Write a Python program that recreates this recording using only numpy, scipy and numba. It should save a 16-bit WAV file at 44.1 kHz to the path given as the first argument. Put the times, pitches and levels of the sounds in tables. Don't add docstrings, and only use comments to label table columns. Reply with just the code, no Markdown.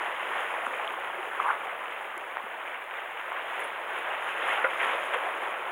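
import sys
import numpy as np
from scipy import signal
from scipy.fft import rfft, irfft
from scipy.io import wavfile
from scipy.ndimage import uniform_filter1d
from numba import njit

SR = 44100
rng = np.random.default_rng(int(sys.argv[2]) if len(sys.argv) > 2 else 0)


def put_to_file(sound):
    columns = np.atleast_2d(sound).T
    safe = np.clip(columns, -1, 1)
    whole_steps = np.round(safe * 32767)
    wavfile.write(sys.argv[1], SR, whole_steps.astype(np.int16))


N = 251811
T = np.arange(N) / SR


def rush(level_db, foam_db, churn_db):
    foam = bubbles(230, 4400, cycles=13, scatter_db=3, glide=.15, count=20000)
    gurgle = bubbles(330, 1100, cycles=20, scatter_db=2.4, glide=.15, count=800)
    water = unit(foam + undb(6.5) * rng.standard_normal(N)) + undb(-16) * gurgle
    centres_hz = 125 * 2 ** (np.arange(13) / 2)
    water = sum(band(water, hz, 1 / 3) * undb(.94 * walk(22.03)) for hz in centres_hz)
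    # frequency in Hz, relative density in dB.
    spectrum = [(60, -48), (130, -36), (200, -23.5), (264, -22), (339, -11.5), (430, -8), (540, -3.5),
                (800, -1.5), (1050, 0), (1450, -.5), (2040, -2.5), (3040, -10), (3530, -17.5), (4400, -43),
                (5700, -68)]
    water = colour(water, spectrum) * undb(.54 * walk(25.04))
    low, body = below(water, 650), below(water, 1500)
    middle, high = body - low, water - body
    water = low * undb(churn_db - churn_db.mean()) + middle + high * undb(foam_db - foam_db.mean())
    return unit(water) * undb(level_db + 1.28)


def wash():
    # crest time in seconds, level in dB, rise and fall
    # in seconds.
    wavelets = [(0.07, -38.5, 0.04, 0.11), (0.36, -36, 0.069, 0.12), (0.76, -41, 0.084, 0.046),
                (1.49, -39, .2, .2), (2.68, -41.5, 0.14, .07), (3.37, -39, 0.14, 0.18),
                (3.62, -35.5, 0.13, 0.09), (3.98, -35, .06, .13), (4.29, -35, 0.11, .06),
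                (4.52, -29, .12, 0.11), (4.83, -30, .07, 0.21), (5.44, -38, 0.054, .08)]
    drain_lag_s = .27
    swell_db, earlier_db = swell(T), swell(T - drain_lag_s)
    wavelet_power = sum((undb(db) * crest(s, rise, fall)) ** 2 for s, db, rise, fall in wavelets)
    level_db = 10 * np.log10(undb(swell_db) ** 2 + wavelet_power)
    break_db, rise_db = level_db - swell_db, swell_db - earlier_db
    foam_db = .48 * break_db + .55 * rise_db
    churn_db = .42 * earlier_db - .9 * rise_db
    spray_db = -62.9 + 1.38 * (swell_db - swell_db.mean()) + break_db
    return level_db, foam_db, churn_db, spray_db


def swell(t, slope_db_per_s=2.5):
    # crest time in seconds, level in dB.
    swells = [(0.3, -33.5), (5.0, -33.5)]
    return np.max([db - slope_db_per_s * abs(t - s) for s, db in swells], axis=0)


def bubbles(low_hz, high_hz, cycles, scatter_db, glide, count):
    when, pitch, life, luck = rng.random((count, 4)).T
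    hz = low_hz * (high_hz / low_hz) ** pitch
    turns = cycles * 2 ** (2 * life - 1)
    strength = -np.log(luck + 1 / 200)
    amplitude = undb(scatter_db * strength) * hz / np.sqrt(turns)
    return unit(ring(when * N / SR, hz, turns, amplitude, glide))


@njit
def ring(start, hz, cycles, amplitude, glide):
    out = np.zeros(N)
    for k in range(len(start)):
        first, length = int(start[k] * SR), int(cycles[k] * SR / hz[k]) + 2
        step = 2 * np.pi * hz[k] / SR
        phasor = amplitude[k] + 0j
        turn = np.exp(1j * step - 5.76 / length)
        bend = np.exp(1j * step * glide / length)
        for i in range(first, min(first + length, N)):
            out[i] += phasor.imag
            phasor *= turn
            turn *= bend
    return out


def slaps():
    # crest time in seconds, level in dB, rise and fall in seconds,
    # centre in Hz, width in octaves.
    gaps = [(1.465, -31.5, 0.042, 0.024, 1020, 0.21), (1.495, -23, 0.029, 0.03, 1145, 0.35),
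            (2.752, -32.5, 0.01, 0.013, 1700, .7), (2.986, -30.5, .006, .0074, 1040, 0.62),
            (4.082, -31.5, 0.0057, .01, 1200, 0.49), (4.535, -30, .018, 0.013, 1430, 0.87),
            (4.803, -25.5, .005, 0.018, 1900, .5), (5.143, -24.5, .012, 0.021, 1000, 1.3)]
    cloud = bubbles(314, 3350, cycles=9.7, scatter_db=0, glide=.1, count=16000)
    return sum(undb(db) * crest(s, rise, fall) * unit(band(cloud, hz, octaves))
               for s, db, rise, fall, hz, octaves in gaps)


def plops():
    # start in seconds, level in dB, pitch in Hz, rise in cycles.
    drops = [(0.6662, -15.5, 1240, 1.17), (0.668, -32, 240, 1.3), (0.876, -21, 3300, 2.2),
             (1.185, -33, 367, 2.9), (1.3994, -14, 1195, 1.9), (1.4904, -19, 1390, 1.75),
             (1.5065, -18, 950, 1.26), (2.168, -35.5, 337, 1.32), (2.3698, -12, 1110, 0.37),
             (2.435, -32.5, 211, 1.1), (2.682, -23, 1300, .45), (2.9100, -22.5, 2200, 0.56),
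             (3.319, -16.5, 1100, .5), (4.666, -24, 1400, 3), (4.7330, -16, 1390, 0.55),
             (5.155, -26.5, 509, 4), (5.268, -27, 750, 3)]
    out = np.zeros(N)
    t = T[:SR // 20]
    for s, db, hz, cycles in drops:
        first, rise = int(s * SR), cycles / hz
        age = t / rise
        envelope = (age * np.exp(1 - age)) ** 2
        out[first:first + len(t)] += undb(db) * envelope * np.sin(2 * np.pi * hz * (t - rise))
    return out


def click(start_s=4.6433):
    # frequency in Hz, relative level in dB, 60 dB decay time in seconds.
    modes = [(532, -6.5, 0.15), (1006, -9.5, 0.12), (1254, -27, .04), (1419, 1, 0.061), (1700, -22, .025),
             (2030, -12, 0.053)]
    t = np.maximum(T - start_s, 0)
    ringing = sum(undb(db - 60 * t / t60) * np.sin(2 * np.pi * hz * t) for hz, db, t60 in modes)
    scatter = unit(band(rng.standard_normal(N), 1020, .7)) * (t > 0) * np.exp(-t / .016)
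    return undb(-15.5) * ringing + undb(-20) * scatter


def spray(level_db):
    # frequency in Hz, relative density in dB.
    spectrum = [(2650, -46), (4500, -20.5), (5070, -10), (5720, -25.5), (6090, -11), (6650, -4.5),
                (7140, -5.5), (8160, -11.5), (9240, -3), (9790, 0), (10200, 3.5), (10600, -1), (11300, -8),
                (13000, -12)]
    # start in seconds, initial level in dB, decay in seconds, centre in Hz.
    bursts = [(0.665, -44, 0.002, 8000), (1.46, -60, 0.14, 10000), (2.178, -41.5, .0019, 8450),
              (3.593, -44, .002, 12500), (3.601, -49, 0.015, 10000), (3.639, -50, .02, 10100),
              (5.14, -48.5, .008, 9000)]
    crackle = bubbles(4500, 14000, cycles=6, scatter_db=3.8, glide=.05, count=9000)
    fizz = unit(colour(crackle + undb(3) * rng.standard_normal(N), spectrum))
    fizz *= undb(level_db + walk(21.91))
    mist = colour(rng.standard_normal(N), spectrum)
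    spits = sum(undb(db) * (T >= s) * np.exp(-abs(T - s) / decay) * unit(band(mist, hz, .33))
                for s, db, decay, hz in bursts)
    return fizz + spits


def surf(level_db):
    # frequency in Hz, relative density in dB.
    spectrum = [(12, -5), (30, -1.5), (100, -0.5), (180, 0), (400, 4.5), (2000, -64)]
    return unit(colour(rng.standard_normal(N), spectrum)) * undb(.5 * level_db - 50)


def hiss():
    # frequency in Hz, relative density in dB.
    spectrum = [(6000, -37), (8000, -7), (12500, -8.5), (14000, -3), (15300, 3.5)]
    return unit(colour(rng.standard_normal(N), spectrum)) * undb(-60.5)


def crest(s, rise, fall):
    return np.exp(-abs(T - s) / np.where(T < s, rise, fall))


def walk(rate):
    hold = int(SR / rate)
    steps = np.repeat(rng.standard_normal(N // hold + 1), hold)
    return unit(uniform_filter1d(uniform_filter1d(steps, hold), hold)[:N])


def colour(x, points):
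    hz, db = np.transpose(points)
    f = np.maximum(np.fft.rfftfreq(N, 1 / SR), 1)
    return irfft(rfft(x) * undb(np.interp(np.log(f), np.log(hz), db)), N)


def band(x, hz, octaves):
    f = np.maximum(np.fft.rfftfreq(N, 1 / SR), 1)
    return irfft(rfft(x) * np.exp(-.5 * (np.log2(f / hz) / octaves) ** 2), N)


def below(x, hz):
    return signal.sosfiltfilt(signal.butter(2, hz, fs=SR, output="sos"), x)


def undb(db):
    return 10 ** (np.asarray(db) / 20)


def unit(x):
    return x / np.sqrt(np.mean(x ** 2))


def scene():
    level_db, foam_db, churn_db, spray_db = wash()
    near = slaps() + plops() + click()
    near = signal.sosfilt(signal.butter(3, 400, "highpass", fs=SR, output="sos"), near)
    near = signal.sosfilt(signal.butter(9, 3300, fs=SR, output="sos"), near)
    background = surf(level_db) + hiss()
    return (rush(level_db, foam_db, churn_db) + spray(spray_db) + near + background)[None]


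def record(dry):
    return signal.sosfilt(signal.ellip(10, .2, 70, 15800, fs=SR, output="sos"), dry)


dry = scene()
out = record(dry)
put_to_file(out)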